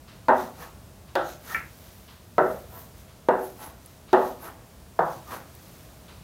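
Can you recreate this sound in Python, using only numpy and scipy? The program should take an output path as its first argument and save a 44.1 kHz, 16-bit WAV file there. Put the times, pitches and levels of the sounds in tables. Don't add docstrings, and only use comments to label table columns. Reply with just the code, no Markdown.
import sys
import numpy as np
from scipy import signal
from scipy.fft import rfft, irfft, next_fast_len
from scipy.io import wavfile
from scipy.ndimage import map_coordinates

SR = 44100
rng = np.random.default_rng(int(sys.argv[2]) if len(sys.argv) > 2 else 0)


def boost(x):
    u = np.asarray(x, float) / 20
    return 10 ** u


def put_to_file(sound):
    columns = np.atleast_2d(sound).T
    safe = np.clip(columns, -1, 1)
    whole_steps = np.round(safe * 32767)
    wavfile.write(sys.argv[1], SR, whole_steps.astype(np.int16))


N = 274743

# (frequency [Hz], relative level [dB])
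AIR_COLOUR = [(15, -54), (25, -23.5), (38, -10), (59, -0.5), (123, -5), (190, -8), (270, -14.5), (354, -16),
              (575, -17.5), (641, -13.5), (714, -20), (1040, -22), (2000, -29), (14000, -33.5),
              (16000, -36)]
AIR_DB = -48.5
HUM_WAVER_DB, HUM_WAVERS_PER_S = 0.7, 2.4

# (frequency [Hz], relative level [dB])
CLOCK_COLOUR = [(500, -16), (1000, 4), (1800, -2.5), (2700, -1), (4500, -3), (6000, -13), (10000, -35)]
CLOCK_FIRST_S, CLOCK_PERIOD_S = 0.075, 1.0005
CLOCK_DB, CLOCK_WEAK_DB = -50.5, -6
CLOCK_T60_S, CLOCK_RISE_S = 0.63, 0.0053

# (time [s], level [dB], tick level against the knock before a shared lift [dB])
LANDINGS = [(0.284, -3, -39), (1.154, -10.5, -23.5), (2.381, -3.5, -41), (3.286, -5, -41),
            (4.13, -2.5, -34), (4.99, -8, -40.5)]
BOARD_HZ = [178, 240, 281, 330, 376, 488, 540, 645, 672, 765, 812, 856, 922, 995, 1110, 1250, 1335, 1410,
            1515, 1620, 1790, 1845, 1945]
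# (level [dB], T60 [s])
BOARD_RING = [(8.5, 0.11), (-13.5, 0.87), (-5, 0.25), (9, 0.3), (5.5, 0.38), (-1, 0.14), (-6.5, 0.4),
              (-4, 0.19), (-4, 0.48), (-14.5, .3), (1.5, 0.49), (-3.5, 0.14), (11, 0.37), (-0.5, 0.45),
              (-8, 0.16), (-5, 0.2), (-13, 0.12), (-6, 0.5), (10.5, 0.26), (6.5, 0.24), (5, 0.41),
              (4, 0.17), (-9, 0.68)]
# (frequency [Hz], relative level [dB])
SPOT_1 = [(88, -53), (150, -23), (273, -8.5), (324, -27), (371, -0.5), (430, -15.5), (530, -3), (793, -0.5),
          (1480, -12.5), (1950, -20.5), (2200, -32.5), (2800, -35), (3640, -66), (6160, -120)]
SPOT_2 = [(88, -55), (150, -16.5), (230, -24), (358, -8), (425, -24), (536, 0), (813, -7), (989, -15.5),
          (1360, -7), (1900, -19.5), (2150, -32), (2800, -42), (3640, -68), (6160, -120)]
SPOT_3 = [(88, -40), (150, -16.5), (298, -19.5), (380, -5.5), (425, -5), (629, 0), (1040, -17.5),
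          (1310, -9), (1600, -19), (2050, -24.5), (2300, -42), (2800, -42), (3640, -77), (6160, -120)]
SPOT_4 = [(88, -52), (150, -19), (305, -12.5), (380, -1), (425, -11), (480, -2), (784, -3.5), (1160, -15.5),
          (1500, -13.5), (1950, -25), (2200, -36), (2800, -36), (3640, -77), (6160, -120)]
SPOT_5 = [(88, -52), (150, -20.5), (277, -9.5), (313, -22), (376, 1.5), (425, -10), (474, -1.5), (719, -2),
          (900, -3), (1200, -10), (1950, -22), (2080, -33), (2800, -35), (3640, -68), (6160, -120)]
SPOT_6 = [(88, -40), (150, -6), (239, -26.5), (332, -11), (425, -9.5), (652, 0.5), (908, -1.5),
          (1650, -14.5), (2190, -33), (2800, -43), (3640, -73), (6160, -120)]
# (delay [s], level [dB])
WALL_ECHOES = [(.0082, -11)]
# (frequency [Hz], T60 [s])
ROOM_T60 = [(150, 1), (400, 0.57), (1000, 0.5), (2000, 0.48), (5000, 0.49), (14000, .2)]
# (frequency [Hz], relative level [dB])
TIP_COLOUR = [(1500, -15), (2500, 3), (3600, 7), (4500, -3.5), (7000, -12.5), (15000, -16)]
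CLICK_HZ = 4280

# (fastest moment [s], length [s], fine hiss level [dB], coarse hiss level [dB])
STROKES = [(.42, 0.15, -50.5, -50), (.63, 0.11, -51, -49.5), (1.3, 0.13, -51, -49.5),
           (1.52, .13, -44, -44.5), (2.52, 0.28, -53, -56.5), (2.79, 0.16, -51, -56.5),
           (3.45, 0.17, -50, -54.5), (3.64, .13, -48, -51), (4.26, .17, -50.5, -50.5),
           (4.455, 0.11, -49, -52.5), (5.13, 0.21, -53.5, -54), (5.335, .11, -46.5, -47.5)]
# (middle [s], length [s], fine hiss level [dB], coarse hiss level [dB])
SLEEVE_SWINGS = [(1.864, 0.67, -56.5, -57), (3.0, 0.11, -59, -60), (3.89, 0.26, -62, -60),
                 (4.703, .2, -65, -67), (5.713, 0.61, -58, -57.5)]
STROKE_SHARPNESS, STROKE_TAIL = 1.37, 0.98
# (frequency [Hz], relative level [dB])
FINE_COLOUR = [(4710, -35), (8000, -10.5), (9690, -7), (11100, -4.5), (13000, -2.5), (14100, -0.5),
               (16000, -8)]
# (frequency [Hz], relative level [dB])
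COARSE_COLOUR = [(2000, 3), (2800, 1.5), (4000, 2), (5000, 0.5), (6300, 2.5), (8000, -7), (10000, -16.5)]

# (middle [s], length [s], centre [Hz], half width [Hz], level [dB])
WHISTLES = [(.41, 0.12, 5970, 400, -61), (0.618, .06, 11300, 400, -56), (0.639, 0.036, 1700, 80, -46.5),
            (1.3, 0.13, 6500, 500, -56), (0.397, .07, 3680, 200, -57), (1.19, 0.064, 3000, 600, -57),
            (1.287, 0.072, 4020, 250, -54.5), (1.52, 0.047, 1304, 60, -38.5), (1.52, 0.045, 1850, 70, -39),
            (1.517, .08, 14400, 600, -54), (1.516, .08, 6500, 500, -57), (2.52, .12, 12040, 250, -58.5),
            (2.777, 0.11, 14200, 600, -49), (3.449, 0.06, 11300, 600, -49),
            (3.648, 0.089, 11150, 250, -50.5), (4.266, 0.12, 11900, 500, -55),
            (4.449, 0.076, 11400, 450, -49), (4.483, 0.038, 1300, 250, -43), (5.13, 0.077, 6250, 300, -61),
            (5.325, 0.078, 1195, 100, -41), (5.346, .06, 11100, 400, -53)]

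# (time of full pressure [s], rise [s], rasp level [dB], centre [Hz])
DRAGS = [(.625, .05, -42, 1040), (1.53, 0.073, -43.5, 1370), (2.77, 0.053, -47.5, 960),
         (3.635, 0.036, -41, 1000), (4.46, 0.041, -39, 1030), (5.335, 0.039, -37.5, 1160)]
DRAG_T60_S, DRAG_SHARPNESS = 0.47, 1.66

# (time [s], level [dB])
SLIPS = [(1.546, -16.5)]
# (frequency [Hz], level [dB], T60 [s])
SLIP_RING = [(923, -21, 0.21), (1340, -11, 0.21), (1793, 4.5, 0.058), (2300, -9, 0.091), (2600, -22, 0.12)]
# (time [s], level [dB], pitch [Hz])
CRUMBS = [(3.8607, -31.5, 9950), (5.551, -36, 13400)]

TOP_HZ = 15830


def unit(x):
    return x / np.sqrt(np.mean(x ** 2) + 1e-20)


def along(points, hz):
    f, v = np.transpose(points)
    return np.interp(np.log(hz + 1), np.log(f + 1), v)


def wobble(rate):
    knots = rng.standard_normal(int(N * rate / SR) + 4)
    return map_coordinates(knots, [np.arange(N) * rate / SR])


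def shaped(x, gain):
    hz, t, z = signal.stft(x, SR, nperseg=512)
    return signal.istft(z * gain(hz[:, None], t), SR, nperseg=512)[1][:len(x)]


def coloured(x, spectrum):
    m = next_fast_len(len(x) + 8192)
    gain = boost(along(spectrum, np.fft.rfftfreq(m, 1 / SR)))
    return unit(irfft(rfft(x, m) * gain, m)[:len(x)])


def add(track, s, sound):
    track[round(s * SR):][:len(sound)] += sound


def air():
    hum_db = HUM_WAVER_DB * wobble(HUM_WAVERS_PER_S)

    def waver(hz, t):
        return boost(np.interp(t * SR, np.arange(N), hum_db) / (1 + (hz / 250) ** 2))

    steady = coloured(rng.standard_normal(N), AIR_COLOUR)
    return boost(AIR_DB + 0.73 * wobble(2.22)) * shaped(steady, waver)


def clock():
    out, t = np.zeros(N + 2 * SR), np.arange(SR // 2) / SR
    blur = boost(-60 * t / CLOCK_T60_S) * (1 - np.exp(-t / CLOCK_RISE_S))
    for k in range(7):
        tick = coloured(rng.standard_normal(len(t)), CLOCK_COLOUR) * blur
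        level_db = CLOCK_DB + CLOCK_WEAK_DB * (k % 2)
        add(out, CLOCK_FIRST_S + k * CLOCK_PERIOD_S, boost(level_db) * tick)
    return out[:N]


def board():
    return np.column_stack([BOARD_HZ, BOARD_RING])


def ringing(modes, t, tilt_db, spread_db):
    hz, db, t60 = np.transpose(modes)[:, :, None]
    new_db = spread_db * rng.standard_normal(hz.shape)
    level = boost(db + tilt_db(hz) + new_db - 60 * t / t60)
    ring = np.sum(level * np.sin(2 * np.pi * hz * t), axis=0)
    return -ring * (1 - np.exp(-(t / 0.00039) ** 2))


def combed(x, width_hz, lift_db):
    m = next_fast_len(len(x) + 8192)
    hz = np.fft.rfftfreq(m, 1 / SR)
    peaks = sum(1 / (1 + ((hz - mode_hz) / width_hz) ** 2) for mode_hz in BOARD_HZ)
    return unit(irfft(rfft(x, m) * (1 + boost(lift_db) * peaks), m)[:len(x)])


def diffuse(noise, t):
    tail = shaped(noise, lambda hz, s: boost(-60 * s / along(ROOM_T60, hz)))
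    return tail * (1 - np.exp(-(t / 0.0012) ** 2))


def tip_tick(t):
    tip = coloured(rng.standard_normal(len(t)), TIP_COLOUR)
    needle = coloured(rng.standard_normal(len(t)),
                      [(2000, -15), (3200, 5.0), (6500, -5), (8500, -16), (15000, -7)])
    hiss = needle * boost(-60 * t / 0.0088)
    click = boost(4 - 60 * t / 0.0033) * np.sin(2 * np.pi * CLICK_HZ * t)
    clack = tip * (boost(-6.5 - 60 * t / 0.036) + boost(-16 - 60 * t / 0.5))
    return hiss + click + clack


def taps():
    out, t = np.zeros(N + SR), np.arange(SR // 2) / SR
    spots = [SPOT_1, SPOT_2, SPOT_3, SPOT_4, SPOT_5, SPOT_6]
    for (s, db, tick_db), colour in zip(LANDINGS, spots):
        noise = combed(coloured(rng.standard_normal(len(t)), colour), width_hz=6.7, lift_db=-3.5)
        ring = ringing(board(), t, lambda hz: along(colour, hz), spread_db=3.5)
        knock = boost(-9.0) * ring / np.abs(ring).max() + boost(-11.0) * diffuse(noise, t)
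        knock *= 1 + 0.26 * np.exp(-t / 0.02)
        knock *= boost(-(t / 0.095) ** 2)
        add(out, s, boost(db) * (knock + boost(tick_db + 7.5) * tip_tick(t)))
        for delay, echo_db in WALL_ECHOES:
            add(out, s + delay, boost(db + echo_db) * knock)
    return signal.sosfilt(signal.butter(4, 150, "highpass", fs=SR, output="sos"), out[:N])


def grit(spiky_db):
    return rng.standard_normal(N) * boost(spiky_db * wobble(400))


def swells(rows):
    s, length, *dbs = np.transpose(rows)[:, :, None]
    late = np.arange(N) / SR - s
    side = np.where(late > 0, STROKE_TAIL, 1)
    shape = np.exp(-np.abs(2 * late / length / side) ** STROKE_SHARPNESS)
    return [np.sqrt(np.sum((boost(db) * shape) ** 2, axis=0)) for db in dbs]


def rubbing():
    fine, coarse = swells(STROKES + SLEEVE_SWINGS)
    fine_hiss = fine * coloured(grit(spiky_db=2.0), FINE_COLOUR)
    coarse_hiss = coarse * coloured(grit(spiky_db=2.0), COARSE_COLOUR)
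    return fine_hiss + coarse_hiss


def whistles():
    out = np.zeros(N + SR)
    hz = np.fft.rfftfreq(SR // 2, 1 / SR)
    t = np.arange(SR // 2) / SR - 1 / 4
    for s, length, centre_hz, width_hz, db in WHISTLES:
        resonance = 1 / (1 + ((hz - centre_hz) / width_hz) ** 2)
        band = unit(irfft(rfft(rng.standard_normal(SR // 2)) * resonance))
        add(out, s - 1 / 4, boost(db) * band * np.exp(-(2 * t / length) ** 2))
    return out[:N]


def drags():
    out = np.zeros(N)
    for s, rise, db, centre_hz in DRAGS:
        def bump(hz, t):
            octaves = np.log2((hz + 1) / centre_hz)
            return 0.34 + 1 / (1 + (octaves / 0.66) ** 2) + 0 * t

        noise = coloured(grit(spiky_db=2.5),
                         [(150, -1), (400, 3.5), (2200, -7.5), (3200, -10.5), (9000, -40)])
        noise = unit(shaped(combed(noise, width_hz=3.2, lift_db=11.5), bump))
        late = np.arange(N) / SR - s
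        press = np.exp(-(np.maximum(-late, 0) / rise) ** DRAG_SHARPNESS)
        out += noise * press * boost(db - 60 * np.maximum(late, 0) / DRAG_T60_S)
    return out


def slips():
    out, t = np.zeros(N + SR), np.arange(SR // 2) / SR
    for s, db in SLIPS:
        noise = coloured(rng.standard_normal(len(t)), [(600, -10.0), (1200, -5.5), (1850, 5.5),
                                                       (2500, -0.5), (3000, -17), (6000, -53)])
        snap = boost(-21 - 60 * t / 0.012) * rng.standard_normal(len(t))
        ring = boost(-2.0) * ringing(SLIP_RING, t, lambda hz: 0 * hz, spread_db=6)
        glow = boost(-14.0) * diffuse(noise, t) * boost(-(t / 0.048) ** 2)
        add(out, s, boost(db) * (snap + ring + glow))
    for s, db, hz in CRUMBS:
        hiss = coloured(rng.standard_normal(len(t)), [(6000, -30), (9000, -3), (16000, -4.0)])
        crack = np.sin(2 * np.pi * hz * t) + 0.89 * hiss
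        add(out, s, boost(db - 5.5 - 60 * t / 0.014) * crack)
    return out[:N]


def scene():
    room = air()
    near = clock() + taps() + rubbing() + whistles() + drags() + slips()
    mid = near + room
    side = (boost(-37.5) * near + boost(-30) * room) * wobble(300)
    return np.array([mid + side, mid - side])


def band_limit(x):
    return signal.sosfilt(signal.butter(12, 16440, fs=SR, output="sos"), x)


def record(dry):
    m = next_fast_len(N + 8192)
    hz = np.fft.rfftfreq(m, 1 / SR)
    bass_roll_off = 1 / np.sqrt(1 + (38 / (hz + 1)) ** 8)
    passed = irfft(rfft(dry, m) * (hz < TOP_HZ) * bass_roll_off, m)[:, :N]
    return band_limit(passed)


dry = scene()
out = record(dry)
put_to_file(out)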